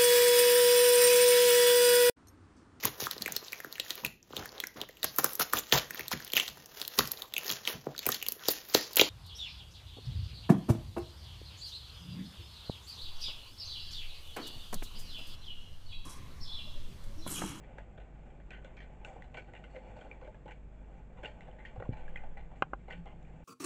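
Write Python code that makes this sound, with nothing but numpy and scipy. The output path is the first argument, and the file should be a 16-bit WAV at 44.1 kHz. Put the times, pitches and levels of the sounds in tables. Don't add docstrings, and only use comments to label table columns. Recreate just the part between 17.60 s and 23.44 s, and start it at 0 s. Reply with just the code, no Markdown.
import sys
import numpy as np
from scipy import signal
from scipy.io import wavfile

SR = 44100
rng = np.random.default_rng(int(sys.argv[2]) if len(sys.argv) > 2 else 0)


def natural_amplitude(level_db):
    exponent = np.asarray(level_db, float) / 20
    return 10 ** exponent


def wrap_up_sound(samples):
    columns = np.atleast_2d(samples).T
    tamed = np.clip(columns, -1, 1)
    steps = np.round(tamed * 32767).astype(np.int16)
    wavfile.write(sys.argv[1], SR, steps)


N = 257544


def rms_one(x):
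    return x / np.sqrt(np.mean(x ** 2) + 1e-20)


def curve(rows):
    s, level_db = np.transpose(rows)
    return np.interp(np.arange(N) / SR, s, level_db)


def drift(rate_hz):
    r = np.exp(-80 * np.pi * rate_hz / SR)
    white = rng.standard_normal(N // 40 + 2002)
    slow = signal.lfilter([1], [1, -2 * r, r * r], white)[2000:]
    return np.interp(np.arange(N) / 40, np.arange(len(slow)), rms_one(slow))


def ring(force, hz, width_hz):
    r, w = np.exp(-np.pi * width_hz / SR), 2 * np.pi * hz / SR
    return signal.lfilter([0, np.sin(w)], [1, -2 * r * np.cos(w), r * r], force + 1e-18)


def ring_width(t60_s):
    return np.log(1000) / np.pi / t60_s


def grains(size, per_s, spread_db):
    strength = natural_amplitude(spread_db * np.minimum(rng.exponential(1, size), 4))
    strength = strength * rng.choice([-1, 1], size)
    return rms_one(strength * (rng.random(size) < per_s / SR))


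def blows(table, modes, push, swing, turn):
    out, size = np.zeros(N + SR), SR // 2
    ms = np.arange(size) / SR * 1000

    def bump(start_ms, contact_ms):
        return np.sin(np.pi * np.clip((ms - start_ms) / contact_ms, 0, 1)) ** 4

    for s, peak_db, contact_ms, second_ms, strength in table:
        first = bump(0, contact_ms)
        contact = first + strength * bump(second_ms, contact_ms)
        body = 0
        for k, (hz, db, t60) in enumerate(modes):
            body = body + turn ** (k + 1) * natural_amplitude(db) * ring(contact / first.sum(), hz, ring_width(t60))
        blow = swing * body + push * contact
        out[round(s * SR):][:size] += natural_amplitude(peak_db) * blow / np.abs(blow).max()
    return out[:N]


# f/Hz, level/dB per Hz
AIR_COLOUR = [(22, -7), (40, 1), (75, -11), (120, -8.5), (160, -13.5), (265, -18), (400, -20), (750, -34),
              (1000, -33), (2400, -40), (3300, -54), (5000, -76), (7500, -54.5), (9000, -48.5)]


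def room_air():
    edges = 20 * 2 ** np.arange(0, 9.1, .5)
    white, out = rng.standard_normal((2, N)), 0
    hz, level_db = np.transpose(AIR_COLOUR)
    for k, (low, high) in enumerate(zip(edges, edges[1:])):
        band_pass = signal.butter(2, [low, high], "band", fs=SR, output="sos")
        band = signal.sosfilt(band_pass, white[k % 2])
        band_db = np.interp(np.log(low * high) / 2, np.log(hz), level_db)
        out = out + band * natural_amplitude(band_db + 1.2 * drift(5))
    return natural_amplitude(-54.5) * rms_one(out)


# multiple of the mains pitch, level/dB
HUM_LINES = [(1, -52), (2, -72), (3, -65), (4, -68), (5, -71)]


def mains_hum():
    t, mains_hz, out = np.arange(N) / SR, 49.06, 0
    for k, db in HUM_LINES:
        tone = np.sin(2 * np.pi * (k * mains_hz * t + rng.random()))
        out = out + natural_amplitude(db + .6 * drift(2)) * tone
    return natural_amplitude(1.5) * out


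# t/s, level/dB
MOTOR_LEVEL = [(0, -68.5), (3.06, -73.5), (4.0, -60.5), (4.7, -60), (4.83, -54.5), (5.2, -59),
               (5.38, -49.5), (5.48, -57.5), (5.58, -56.5), (5.84, -55.5)]


def motor_drone():
    pitch_hz = 163.1 + 3.98 * drift(3)
    tone = natural_amplitude(3.4 * drift(8.3)) * np.sin(2 * np.pi * np.cumsum(pitch_hz) / SR)
    return natural_amplitude(curve(MOTOR_LEVEL)) * tone


# t/s, level/dB
AIR_PUSH = [(0, -62), (1.3, -53.5), (2.1, -66.5), (2.4, -56), (3.4, -57), (3.9, -56), (4.3, -49.5),
            (4.68, -43), (5.09, -58), (5.37, -47), (5.84, -65.5)]


def moving_air():
    sway = ring(ring(rng.standard_normal(N), 13, 3), 15, 3.6)
    return natural_amplitude(curve(AIR_PUSH)) * rms_one(sway)


# f/Hz, width/Hz, level/dB
BOX_PANELS = [(408, 198, 3.5), (511.2, 23.3, -3), (609, 47.3, -1), (773.6, 59, 1), (861.7, 29, -4),
              (1020, 193, -2.5), (1500, 71, -4), (1900, 156, -1.5), (2082, 51, -7.5), (2320, 90, -4.5),
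              (2818, 158, -4.5), (3150, 150, -9), (3473, 127, -14.5), (4050, 140, -21.5), (5400, 550, -47),
              (6100, 170, -29.5), (6970, 1200, -13.5), (8550, 310, -13.5)]
# t/s, level/dB
RUB_WEIGHT = [(0, -59.5), (.3, -61.5), (.5, -64.5), (.85, -66), (1.28, -61.5), (1.54, -56.5), (1.69, -65.5),
              (2.05, -62.5), (2.3, -58), (2.43, -59), (2.6, -61.5), (2.98, -67.5), (3.53, -64), (4.0, -60),
              (4.29, -61), (4.37, -56), (4.99, -66.5), (5.84, -65.5)]
# level/dB at mean weight, share of the weight's swing, level/dB under a full touch
RUB_PARTS = [(-73.5, 1, -28.5), (-101, .2, -48), (-84, .4, -52.5)]


def fur():
    slips = grains(N, per_s=5000, spread_db=3) + .3 * grains(N, per_s=400, spread_db=3)
    together = drift(6)
    parts = np.zeros((4, N))
    for k, (hz, width, level_db) in enumerate(BOX_PANELS):
        patch = natural_amplitude(level_db + 1.5 * together + 1.3 * drift(20))
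        part = int(hz > 1200) + int(hz > 3700) + int(hz > 4800)
        parts[part] += (-1) ** k * ring(slips * patch, hz, 1.68 * width)
    parts[2] = rms_one(ring(parts[2], 4370, 70)) + 1.1 * rms_one(ring(slips, 3950, 700))

    weight_db, slide, mean_db = curve(RUB_WEIGHT), lingering(), -63
    gains = [natural_amplitude(weight_db)]
    for db, share, touch_db in RUB_PARTS:
        gains.append(natural_amplitude(db + share * (weight_db - mean_db)) + natural_amplitude(touch_db) * slide)
    gains = np.array(gains)
    gains[2:] += brushing()
    return sum(gain * rms_one(part) for gain, part in zip(gains, parts))


# t/s, peak level/dB, loudest ring f/Hz, low panels level/dB
PAT_TOUCHES = [(0.182, -36.5, 1730, -6), (0.7, -51.5, 2320, -11), (0.8, -51.5, 1600, -6),
               (1.2281, -42.5, 2330, -17), (1.4486, -37, 2830, -13), (1.6222, -43.5, 2020, -20),
               (1.7439, -32, 2270, -7.5), (1.9355, -45.5, 1900, 2.5), (2.0393, -37.5, 1340, -9),
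               (2.2682, -53, 2270, 3), (2.4104, -42, 1500, -6.5), (2.4633, -58, 1500, 4),
               (2.5137, -55, 2470, 2.5), (2.6743, -54.5, 1460, 12), (2.7457, -52.5, 1700, 1),
               (2.9078, -33.5, 1670, -15.5), (3.6456, -28.5, 2320, -19), (4.1584, -55.5, 1530, 11),
               (4.1999, -49, 1450, 9), (4.2223, -55, 1020, 10), (4.2494, -53, 1200, 7.5),
               (5.3023, -31, 2065, -13)]
SCRATCH_TOUCHES = [(0.035, -47.5, 2120, -12), (0.3755, -46.5, 1430, -6), (0.398, -45.5, 1850, -17),
                   (0.9058, -33.5, 2500, -18), (1.045, -42, 1430, -9.5), (1.2032, -42.5, 1900, -14),
                   (1.5594, -58, 1630, 10.5), (1.6394, -50.5, 1900, -4), (1.7694, -33, 1360, -10),
                   (1.8726, -51, 1500, -2), (1.9494, -39, 2770, -28), (2.1464, -49, 2280, 8),
                   (2.1565, -40.5, 1380, -5.5), (2.6125, -46, 1500, 2), (2.6449, -47, 2280, -5),
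                   (2.8579, -48, 1480, 2.5), (2.8784, -40.5, 1620, -5), (3.8691, -48, 1500, 0.5),
                   (4.0522, -36.5, 1930, -27), (4.37, -43.5, 2900, -10.5), (4.395, -53, 2680, -19),
                   (4.4802, -47.5, 1660, -15), (4.6374, -53.5, 2030, 2), (4.912, -55.5, 1390, 4),
                   (4.955, -52.5, 2050, -8), (5.1896, -59, 1490, -20), (5.3238, -31.5, 1970, -21),
                   (5.6496, -55, 2380, -16)]
DRAG_TOUCHES = [(0.9294, -37, 1325, -28), (1.1682, -43.5, 2320, -59), (1.4694, -46, 2460, -1.5),
                (2.245, -57.5, 1500, 0), (2.363, -52, 1500, 1), (3.57, -48, 1500, -3),
                (3.6294, -36.5, 1350, -3.5), (3.6566, -40.5, 2920, -28), (3.8077, -45, 1950, -13),
                (3.9873, -49, 1900, -8), (4.3246, -45.5, 1740, -3), (4.558, -39, 1950, -17),
                (4.7711, -43, 1960, -8), (5.2814, -43.5, 1500, 0), (5.457, -41.5, 2010, -4)]


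def touches():
    kinds = (PAT_TOUCHES, 0.083), (SCRATCH_TOUCHES, 0.17), (DRAG_TOUCHES, 0.26)
    return [(*row, t60) for rows, t60 in kinds for row in rows]


def claws():
    after = np.arange(SR // 4) / SR
    force = np.zeros((len(BOX_PANELS), N + len(after)))
    hz, width, level_db = np.transpose(BOX_PANELS)
    for s, peak_db, ring_hz, low_db, t60 in touches():
        spot = rng.standard_normal(len(BOX_PANELS))
        top_db = -35 - 0.3 * (peak_db + 48.5)
        scratch = 0.079 * grains(len(after), per_s=6000, spread_db=5.0) * natural_amplitude(-60 * after / t60)
        octaves_away = np.abs(np.log2(hz / ring_hz))
        near_db = -7 * np.minimum(octaves_away / 0.16, 1)
        group_db = np.where(hz < 1200, low_db, np.where(hz > 3300, top_db + 31.5, near_db))
        panel_gain = natural_amplitude(peak_db - 6.5 + level_db + group_db + 4.2 * spot)
        at = round(s * SR)
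        force[:, at:at + len(after)] += np.outer(panel_gain, scratch)
    return sum((-1) ** k * ring(force[k, :N], hz[k], width[k]) for k in range(len(BOX_PANELS)))


def lingering():
    s, peak_db = np.transpose(touches())[:2]
    presses = np.zeros(N)
    presses[np.round(s * SR).astype(int)] = natural_amplitude(peak_db)
    slide_t60_s = 0.17
    return signal.lfilter([1], [1, -natural_amplitude(-60 / slide_t60_s / SR)], presses)


def room(x):
    t, t60_s = np.arange(SR // 2) / SR, 0.079
    tail = rng.standard_normal(len(t)) * natural_amplitude(-60 * t / t60_s) * (t > .004)
    tail = signal.lfilter([.4], [1, -.6], tail)
    return signal.fftconvolve(x, tail / np.sqrt(np.sum(tail ** 2)))[:N]


# t/s, peak level/dB, ring f/Hz, whole box level/dB
EDGE_TICKS = [(0.9058, -46, 2500, -4), (1.046, -56.5, 2290, 1), (1.1682, -51, 2460, -5.5),
              (1.448, -39, 2680, -6), (1.6222, -43, 1940, -15), (1.7427, -50, 2350, -5),
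              (3.8077, -46.5, 2030, -11.5), (5.457, -76, 2000, 15), (5.6274, -70, 7100, 2)]
WALL_TICKS = [(0.184, -48.5, 1630, 6), (1.7754, -58, 2880, -24), (1.9359, -52, 1930, 10),
              (2.0384, -56.5, 1500, 9.5), (2.1565, -53, 2150, 2), (2.3896, -58, 2460, 11.5),
              (2.4106, -55.5, 3180, -12), (2.5137, -39.5, 2363, -10), (2.5274, -50, 2320, -12),
              (2.6743, -54, 1570, 1), (2.7448, -57.5, 1670, 8), (2.8804, -54, 1560, -4),
              (3.6567, -35.5, 2814, 1.5), (3.913, -61, 3020, -13), (3.987, -53, 1880, -14),
              (4.051, -40.5, 1870, -7), (4.202, -55, 1900, -14), (4.225, -47, 1920, -13),
              (4.256, -48, 1050, -17), (4.3251, -60, 3000, -4), (4.48, -46.5, 1670, -6),
              (4.5577, -49, 3200, -10), (4.559, -35, 2025, -21), (4.5725, -43, 2455, -11),
              (4.7711, -47, 2000, -8), (5.134, -55, 2540, 8), (5.6496, -59.5, 2370, -5)]
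FLOOR_TICKS = [(0.185, -47, 594, -20), (2.857, -43.5, 510, -8), (3.884, -47.5, 745, -2),
               (4.2, -46, 813, -4), (4.2225, -39.5, 523, -13), (4.637, -42.5, 785, -9),
               (4.771, -46.5, 794, -11), (5.2815, -46.5, 800, -13)]


def ticks():
    out, whole, top = np.zeros((3, N + SR))
    after = np.arange(SR // 20) / SR
    kinds = (EDGE_TICKS, 0.013, 12.5), (WALL_TICKS, 0.027, 1.2), (FLOOR_TICKS, .042, -10.5)
    every = [(*row, t60, top_db) for rows, t60, top_db in kinds for row in rows]
    for s, peak_db, hz, whole_db, t60, top_db in every:
        skid = rng.standard_normal(len(after)) * natural_amplitude(-60 * after / 0.011)
        skid[0] = 3.8
        swell = ring(signal.unit_impulse(SR // 4), hz, 750)
        panel = ring(swell, hz, ring_width(t60))
        at = round(s * SR)
        out[at:at + len(panel)] += natural_amplitude(peak_db) * panel / np.abs(panel).max()
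        whole[at:at + len(after)] += natural_amplitude(peak_db + whole_db - 8.5) * skid
        top[at:at + len(after)] += natural_amplitude(peak_db + whole_db + top_db - 6.0) * skid
    for k, (hz, width, db) in enumerate(BOX_PANELS):
        force = top if hz > 3300 else whole
        out += (-1) ** k * natural_amplitude(db) * ring(force, hz, 8.1 * width)
    return out[:N]


# t/s, dying t60/s, slat level/dB, hiss level/dB
EDGE_BRUSHES = [(1.447, 0.3, -85, -64), (1.765, 0.36, -78, -76), (2.1, 1, -83.5, -85),
                (2.36, 0.51, -80, -83), (3.65, 0.2, -69, -84), (4.053, 0.15, -73, -90),
                (5.299, 0.46, -84, -85)]


def brushing():
    out = np.zeros((2, N))
    for s, t60, *db in EDGE_BRUSHES:
        after = np.maximum(np.arange(N) / SR - s, 0)
        out += np.outer(natural_amplitude(np.array(db)), np.minimum(after / .008, 1) * natural_amplitude(-60 * after / t60))
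    return out


# t/s, peak level/dB, contact/ms, second corner/ms, its strength
BED_LANDINGS = [
    (4.176, -35, 13.2, 11.7, 0.3),
    (4.290, -23, 3.54, 15.7, 0.22),
    (4.32, -33, 6.4, 7.3, 0.24),
]
# f/Hz, level/dB, t60/s
BED_MODES = [(37.2, -1.5, 0.36), (107.3, 13, 0.087), (143, 8, 0.052), (224, 3.5, 0.065), (397, 10.5, 0.013),
             (477, -1, .03)]


def thuds():
    return blows(BED_LANDINGS, BED_MODES, push=3.3, swing=-0.97, turn=0.94)


# t/s, peak level/dB, contact/ms, second corner/ms, its strength
CARTON_KNOCKS = [
    (4.1995, -47, 0.6, 2.4, 0.4),
    (4.223, -34.5, 0.84, 1.7, 0.54),
    (4.238, -44, 1.0, 3.4, 0.26),
    (5.0225, -13, 0.51, 1.377, -0.73),
    (5.1336, -23.5, 0.82, 1.37, -0.7),
]
# f/Hz, level/dB, t60/s
CARTON_MODES = [(197, -25, 0.0067), (432, -48, 0.029), (540, -2, 0.03), (780, 12, 0.036), (1042, 2, 0.025),
                (1443, 16.5, 0.023), (1570, 8, 0.016), (2100, -3, 0.023), (2470, -5, 0.014),
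                (2858, 0, 0.022), (3130, -23, 0.043), (3880, -17.5, 0.012)]


def knocks():
    return blows(CARTON_KNOCKS, CARTON_MODES, push=0.078, swing=0.9, turn=-1.223)


def crack():
    after = np.arange(N) / SR - CARTON_KNOCKS[3][0]
    high_pass = signal.butter(2, 3000, "high", fs=SR, output="sos")
    rattle = signal.sosfilt(high_pass, rng.standard_normal(N))
    return natural_amplitude(-43 - 60 * np.abs(after) / 0.015) * (after > 0) * rattle


def scene():
    background = room_air() + mains_hum() + motor_drone() + moving_air()
    hits = claws() + ticks() + knocks() + crack()
    near = fur() + hits + natural_amplitude(-28.5) * room(hits) + thuds()
    return (background + near)[None]


def top_cut(x):
    return signal.sosfilt(signal.butter(12, 9090, fs=SR, output="sos"), x)


def record(dry):
    low_pass = signal.cheby2(10, 50, 9000, fs=SR, output="sos")
    mix = signal.sosfilt(low_pass, dry)
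    return top_cut(mix)


dry = scene()
out = record(dry)
wrap_up_sound(out)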